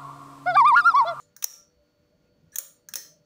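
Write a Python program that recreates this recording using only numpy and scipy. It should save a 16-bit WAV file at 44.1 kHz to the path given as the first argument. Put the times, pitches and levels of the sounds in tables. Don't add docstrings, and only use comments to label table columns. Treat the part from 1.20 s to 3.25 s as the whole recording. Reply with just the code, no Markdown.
import sys
import numpy as np
from scipy import signal
from scipy.fft import rfft, irfft, next_fast_len
from scipy.io import wavfile
from scipy.ndimage import uniform_filter1d, map_coordinates

SR = 44100
rng = np.random.default_rng(int(sys.argv[2]) if len(sys.argv) > 2 else 0)


def to_linear_factor(level_db):
    exponent = np.asarray(level_db, float) / 20
    return 10 ** exponent


def wav_record(signal):
    frames = np.transpose(np.atleast_2d(signal))
    bounded = np.clip(frames, -1, 1)
    quanta = np.round(bounded * 32767).astype(np.int16)
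    wavfile.write(sys.argv[1], SR, quanta)


N = 90404
TIME_S = np.arange(N) / SR
BROAD_DB = -19
SINK_DB, SINK_S = 13, 0.25


def unit(x):
    return x / np.sqrt(np.mean(x ** 2) + 1e-20)


def along(points, hz):
    f, v = np.transpose(points)
    return np.interp(np.log(hz + 1), np.log(f + 1), v)


def wobble(rate_hz):
    return map_coordinates(rng.standard_normal(2000), [TIME_S * rate_hz])


def filtered(x, response):
    m = next_fast_len(len(x) + 8192)
    return irfft(rfft(x, m) * response(np.fft.rfftfreq(m, 1 / SR)), m)[:len(x)]


def capped(x):
    top_hz, edge_hz = 15760, 100

    def edge(hz):
        return np.sin(np.pi / 2 * np.clip((top_hz - hz) / edge_hz + 0.5, 0, 1)) ** 2
    return filtered(x, edge)


def evened(x):
    z = rfft(x)
    local_power = uniform_filter1d(np.abs(z) ** 2, size=60)
    return irfft(z / np.sqrt(local_power), len(x)) * (np.arange(len(x)) < len(x) // 2)


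def body(x, peaks, smear=1, broad_db=BROAD_DB):
    def response(f):
        total = to_linear_factor(broad_db) * (1j * f / (1000 + 1j * f)) ** 2
        for k, (hz, width_hz, db) in enumerate(peaks):
            drive = (-1) ** k * to_linear_factor(db) * 1j * f * width_hz * np.sqrt(smear)
            total = total + drive / (hz * hz - f * f + 1j * f * width_hz * smear)
        return total
    return filtered(x, response)


def duck_db(db, t):
    recover_s, slope, from_db = 0.085, -1.1, -25
    return slope * max(db - from_db, 0) * np.exp(-(t / recover_s) ** 2) * (t >= 0)


# (frequency [Hz], t60 [s])
ROOM_DECAY = [(500, 0.37), (2000, 0.33), (6000, 0.4), (8000, 0.32), (10500, 0.3), (13000, .25),
              (15000, .27)]
# (frequency [Hz], level [dB])
ROOM_TILT = [(300, -2), (1000, 1.5), (3000, -4), (6000, 2), (7900, -2), (10500, 0), (13000, -1.5),
             (15300, 3)]


def room_tail(db, peaks, broad_db):
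    streak_db, streak_life = 3.5, 0.07
    hz, t, z = signal.stft(rng.standard_normal(SR // 2), SR, nperseg=512)
    strong, long = rng.standard_normal((2, len(hz), 1))
    t60_s = along(ROOM_DECAY, hz)[:, None] * np.exp(streak_life * long)
    fall_db = -60 * t / t60_s + along(ROOM_TILT, hz)[:, None] + streak_db * strong
    fall_db = fall_db + duck_db(db, t) - SINK_DB * (t / SINK_S) ** 1.5
    noise = signal.istft(z * to_linear_factor(fall_db), SR, nperseg=512)[1]
    tail = capped(body(noise, peaks, 3, broad_db))
    return tail / np.linalg.norm(tail)


def contacts(rows, peaks, room=None, broad_db=BROAD_DB):
    lead_s, rise_s, strike_db, rough_db, room_broad_db = 0.3, 0.0008, 11, 2, 3
    out, t = np.zeros(N + 2 * SR), np.arange(SR // 10) / SR
    for s, db, t60_s, room_db in rows:
        grain, bumps = rng.standard_normal((2, len(t)))
        rough = rough_db * unit(uniform_filter1d(bumps, size=30))
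        chatter = grain * to_linear_factor(rough - 60 * t / t60_s) * (1 - np.exp(-(t / rise_s) ** 2))
        chatter[round(rise_s * SR)] += to_linear_factor(strike_db)
        click = body(evened(chatter), peaks, broad_db=broad_db)
        click = to_linear_factor(db) * click / np.abs(click).max()
        tail = room_tail(db, room or peaks, broad_db + room_broad_db)
        wet = to_linear_factor(room_db) * np.linalg.norm(click) * tail
        at = round((s + lead_s) * SR)
        out[at:][:len(t)] += click
        out[at + 130:][:len(wet)] += wet * np.minimum(np.arange(len(wet)) / 200, 1)
    return out[round(lead_s * SR):][:N]


# (frequency [Hz], density [dB per Hz])
AIR_LOW = [(15, -46), (25, -10.5), (151, -0.5), (306, -6.5), (407, -9.5), (549, -12.5), (583, -11),
           (677, -23.5), (900, -25.5), (1170, -59.5), (1980, -120)]
AIR_HIGH = [(410, -24), (700, -5.5), (1400, -7.5), (3870, -12), (6500, -14), (8180, -26), (13500, -27),
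            (14800, -14.5), (16000, -31.5)]
# (frequency [Hz], rms level [dB])
FAN_TONES = [(157, -80.5), (301, -82.5), (489.9, -78.5), (587.5, -77), (638, -86), (1421, -89.5),
             (4457.6, -83.5)]


def background():
    low_db, high_db, sway_db, sway_hz = -70, -78, 3.5, 1500
    low = filtered(rng.standard_normal(N), lambda hz: to_linear_factor(along(AIR_LOW, hz)))
    low = unit(low * to_linear_factor(1.8 * wobble(4.7)))
    high = filtered(rng.standard_normal(N), lambda hz: to_linear_factor(along(AIR_HIGH, hz)))
    high = unit(high * to_linear_factor(0.86 * wobble(17)))
    out = to_linear_factor(low_db) * low + to_linear_factor(high_db) * high
    for hz, db in FAN_TONES:
        sway = sway_db * min(1, sway_hz / hz) ** 0.5 * wobble(13)
        phase = 2 * np.pi * hz * TIME_S + 0.15 * wobble(2.5)
        out += np.sqrt(2) * to_linear_factor(db + sway) * np.sin(phase)
    return out


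# (time [s], peak [dB], chatter t60 [s], room [dB])
EARLIER = [
    (-0.21, -6, 0.027, -10),
]
# (frequency [Hz], width [Hz], level [dB])
RETURN_BODY = [(542, 44, -18), (1180, 88, -21), (1660, 150, -27), (3940, 990, -15.5), (5915, 230, -2.5),
               (6540, 240, -1.5), (7000, 80, 2.5), (8420, 290, -2.5), (10550, 400, -9), (12095, 920, -8.5),
               (15280, 300, 6), (15400, 400, -1)]
RETURN_ROOM = [(574.3, 21, -7), (1170, 28, -8), (1836, 47, -11), (3626, 27, -17.5), (5650, 39, -4.5),
               (6260, 41, -17), (7060, 82.4, 2), (8800, 60, 3.5), (10200, 100, -10.5), (11600, 130, -16),
               (15000, 150, -4), (15550, 150, -6)]


def earlier_click():
    return contacts(EARLIER, RETURN_BODY, RETURN_ROOM)


# (frequency [Hz], level re blow [dB], t60 [s])
RINGS = [(535, -44.5, 0.33), (903, -43.5, 0.24), (1178, -52.5, 0.8), (1374, -51.5, 0.82), (2800, -58, 0.35),
         (3960, -57.5, 0.4), (5860, -50.5, .45), (7120, -50, 0.26), (8400, -56, 0.55)]


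def rings(rows):
    out = np.zeros(N)
    for s, db, *_ in rows:
        t = np.maximum(TIME_S - s, 0)
        sink_db = SINK_DB * (t / SINK_S) ** 2
        for hz, level_db, t60_s in RINGS:
            start_db = db + level_db + rng.normal(0, 2.5)
            fall_db = 3 * wobble(30) - 60 * t / t60_s + duck_db(db, t) - sink_db
            detune = 1 + rng.normal(0, 0.0096)
            out += to_linear_factor(start_db + fall_db) * np.sin(2 * np.pi * hz * detune * t)
    return out


# (time [s], length [s], frequency [Hz], level [dB])
HANDS = [(0.092, 0.12, 94, -75), (0.6, 0.11, 71.6, -73.5), (0.805, 0.056, 84.17, -69),
         (0.94, 0.041, 610, -71.5), (1.069, 0.066, 2400, -81), (1.253, 0.06, 152, -62.5),
         (1.27, 0.039, 96, -60.5), (1.332, 0.054, 73, -74), (1.388, 0.1, 327, -71.5),
         (1.452, 0.21, 565, -70), (1.716, 0.051, 213, -67), (1.79, 0.059, 357, -68.5),
         (1.864, 0.21, 159, -70.5), (1.94, 0.14, 612, -64.5), (2.015, 0.043, 152, -67)]


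def hands():
    out = np.zeros(N)
    for s, length_s, hz, db in HANDS:
        width = 0.15 * (min(1, 300 / hz) if hz < 999 else 1)
        band = filtered(rng.standard_normal(N), lambda f: np.exp(-(np.log((f + 1) / hz) / width) ** 2))
        out += to_linear_factor(db) * unit(band) * np.exp(-(2 * (TIME_S - s) / length_s) ** 2)
    return out


# (time [s], peak [dB], chatter t60 [s], room [dB])
TRIPS = [
    (0.1637, -34.5, .02, -6),
    (1.6865, -31, 0.023, -8.5),
]
# (frequency [Hz], width [Hz], level [dB])
TRIP_BODY = [(1640, 130, -1), (3600, 600, -18), (5840, 520, 0.5), (7300, 251.4, -8), (8500, 300, -12),
             (11900, 350, -10.5), (15400, 250, 0.5)]
LAST_TRIP_BODY = [(1630, 88, 0.5), (4070, 67, -5.5), (5900, 700, 1), (6650, 750, 0.5), (8490, 150, -11),
                  (12300, 390, -11), (14730, 370, -1), (14940, 440, -1.5)]


def trips():
    first = contacts(TRIPS[:1], TRIP_BODY, broad_db=-29)
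    return first + contacts(TRIPS[1:], LAST_TRIP_BODY, broad_db=-24)


# (time [s], peak [dB], chatter t60 [s], room [dB])
OPENS = [
    (0.2235, -25.5, 0.034, -7.5),
    (1.7366, -22, 0.012, -10.5),
]
REBOUNDS = [
    (1.3872, -25.5, 0.015, -10),
    (1.7384, -24.5, 0.011, -30.5),
    (1.7592, -26.5, 0.034, -2.5),
]
# (frequency [Hz], width [Hz], level [dB])
OPEN_BODY = [(1195, 110, -5), (1656, 170, -5.5), (2530, 300, -4.5), (3500, 370, -1), (5860, 360, 1),
             (7000, 250, -5.5), (8500, 300, -13), (10900, 1200, -9), (11830, 500, -14), (14350, 300, -10),
             (15400, 300, -2.5)]
LAST_OPEN_BODY = [(1730, 144, -2.5), (2550, 100, -1), (3480, 330, -5), (4270, 250, -2.5), (5480, 670, 0.5),
                  (6690, 410, -2.5), (8280, 290, -10), (10980, 300, -3.5), (12030, 540, -23.5),
                  (15200, 380, -0.5), (16200, 250, -7)]


def opens():
    return contacts(OPENS[:1], OPEN_BODY) + contacts(OPENS[1:] + REBOUNDS[1:2], LAST_OPEN_BODY)


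# (time [s], peak [dB], chatter t60 [s], room [dB])
TICKS = [(0.2377, -29.5, 0.0052, -11), (0.2396, -26, 0.008, -10), (0.2478, -30.5, 0.0043, -24),
         (0.2535, -37, 0.0061, -23.5), (1.3192, -53.5, 0.025, -17), (1.3295, -55, 0.06, -9),
         (1.3445, -49, .015, -25), (1.365, -42, 0.022, -41), (1.7515, -44.5, 0.0055, -37),
         (1.7785, -47, .008, -62), (2.047, -74, .02, -30.5)]
# (frequency [Hz], width [Hz], level [dB])
TICK_BODY = [(1670, 300, -22), (5900, 300, -1), (6850, 350, -5.5), (8450, 300, -13.5), (14820, 400, -14.5)]
SLIP_BODY = [(5780, 96, 2), (8500, 130, -21)]


def ticks():
    out = contacts(TICKS[:4], TICK_BODY, broad_db=-44.5)
    out += contacts(TICKS[4:6], SLIP_BODY, broad_db=-60)
    return out + contacts(TICKS[6:], TICK_BODY, broad_db=-45)


# (time [s], peak [dB], chatter t60 [s], room [dB])
SHUTS = [
    (0.242, -7, .009, -13.5),
    (1.7558, -15.5, 0.01, -4),
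]
# (frequency [Hz], width [Hz], level [dB])
SHUT_BODY = [(923, 210, -16.5), (1630, 600, -18.5), (3950, 320, -26.5), (5880, 360, 5), (6580, 89, -5.5),
             (7100, 380, -19), (9000, 310, -16.5), (9650, 870, -14.5), (10430, 370, -13),
             (11040, 310, -8.5), (13540, 290, -12), (14430, 180, 2.5), (15500, 300, -8)]
SHUT_ROOM = [(925.5, 30, -17), (1370, 40, -15), (3200, 200, -23.5), (5498, 100, 10), (5700, 124, 9.5),
             (6660, 270, -1.5), (7090, 80, -18.5), (9220, 73, -17), (10368, 76, -22), (10900, 100, -9.5),
             (14700, 170, -6), (15400, 200, -8)]
LAST_SHUT_BODY = [(547, 19, -10.5), (880, 50, -18), (1714, 160, -10.5), (3580, 570, -13), (5290, 240, 0),
                  (6150, 440, 1.5), (6930, 670, -10.5), (8100, 390, -11.5), (10260, 460, -12.5),
                  (12700, 440, -12), (15400, 220, 3), (15350, 500, -3)]
LAST_SHUT_ROOM = [(510, 47, -7), (1280, 21, -37), (1850, 91, -13), (4430, 180, -35), (5320, 120, -0.5),
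                  (5990, 44, 0), (6090, 140, 3.5), (6550, 40, 0), (8900, 100, -29), (10700, 120, -42),
                  (11800, 100, -18), (14500, 120, 0), (15400, 130, -9)]


def shuts():
    first = contacts(SHUTS[:1], SHUT_BODY, SHUT_ROOM)
    return first + contacts(SHUTS[1:] + REBOUNDS[2:], LAST_SHUT_BODY, LAST_SHUT_ROOM)


# (time [s], level [dB])
SCRAPE = [(1.322, -85), (1.328, -66), (1.337, -60), (1.3455, -53), (1.35, -64), (1.356, -62), (1.36, -84)]
# (frequency [Hz], width [Hz], level [dB])
SCRAPE_BODY = [(1700, 52, 10), (4100, 180, -6), (6065, 230, -6), (6510, 270, -4), (9000, 400, -4),
               (12800, 330, -20), (15100, 400, -11)]


def scrape():
    s, db = np.transpose(SCRAPE)
    rough = rng.standard_normal(N) * to_linear_factor(2.9 * wobble(300))
    rub = unit(body(rough, SCRAPE_BODY, broad_db=-32))
    return capped(rub * to_linear_factor(np.interp(TIME_S, s, db, -140, -140)))


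# (time [s], peak [dB], chatter t60 [s], room [dB])
RETURNS = [
    (1.3566, -20, 0.031, -9),
    (1.3839, -15.5, 0.021, -9.5),
]
# (frequency [Hz], width [Hz], level [dB])
FIRST_RETURN_BODY = [(1780, 170, -9.5), (2400, 160, -38), (3510, 390, -11.5), (6020, 265, 3.5),
                     (6634, 290, 3), (8200, 810, -8), (11450, 320, -5.5), (12520, 650, -9.5),
                     (14550, 240, 0.5), (15480, 320, -4)]


def returns():
    first = contacts(RETURNS[:1], FIRST_RETURN_BODY)
    return first + contacts(RETURNS[1:] + REBOUNDS[:1], RETURN_BODY, RETURN_ROOM)


# (frequency [Hz], level [dB])
MIC = [(450, 2.5), (850, 2), (4200, 2), (4950, -6.5), (5350, -0.5), (6800, 3.5), (7300, 3.5), (14300, 4)]


def microphone(x):
    return filtered(x, lambda hz: to_linear_factor(along(MIC, hz)))


def scene():
    shutter = earlier_click() + trips() + opens() + ticks() + shuts() + returns()
    loud = SHUTS + RETURNS[1:]
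    near = microphone(shutter + rings(loud + EARLIER) + scrape())
    gain_db = 0.6 * sum(duck_db(db, TIME_S - s) for s, db, *_ in loud)
    return (near + hands() + to_linear_factor(gain_db) * capped(background()))[None]


def band_limit(x):
    return signal.sosfilt(signal.butter(12, 16970, fs=SR, output="sos"), x)


def record(dry):
    top_hz = 16600
    mix = filtered(dry[0], lambda hz: 1 / (1 + (hz / top_hz) ** 60))[None]
    return band_limit(mix)


dry = scene()
out = record(dry)
wav_record(out)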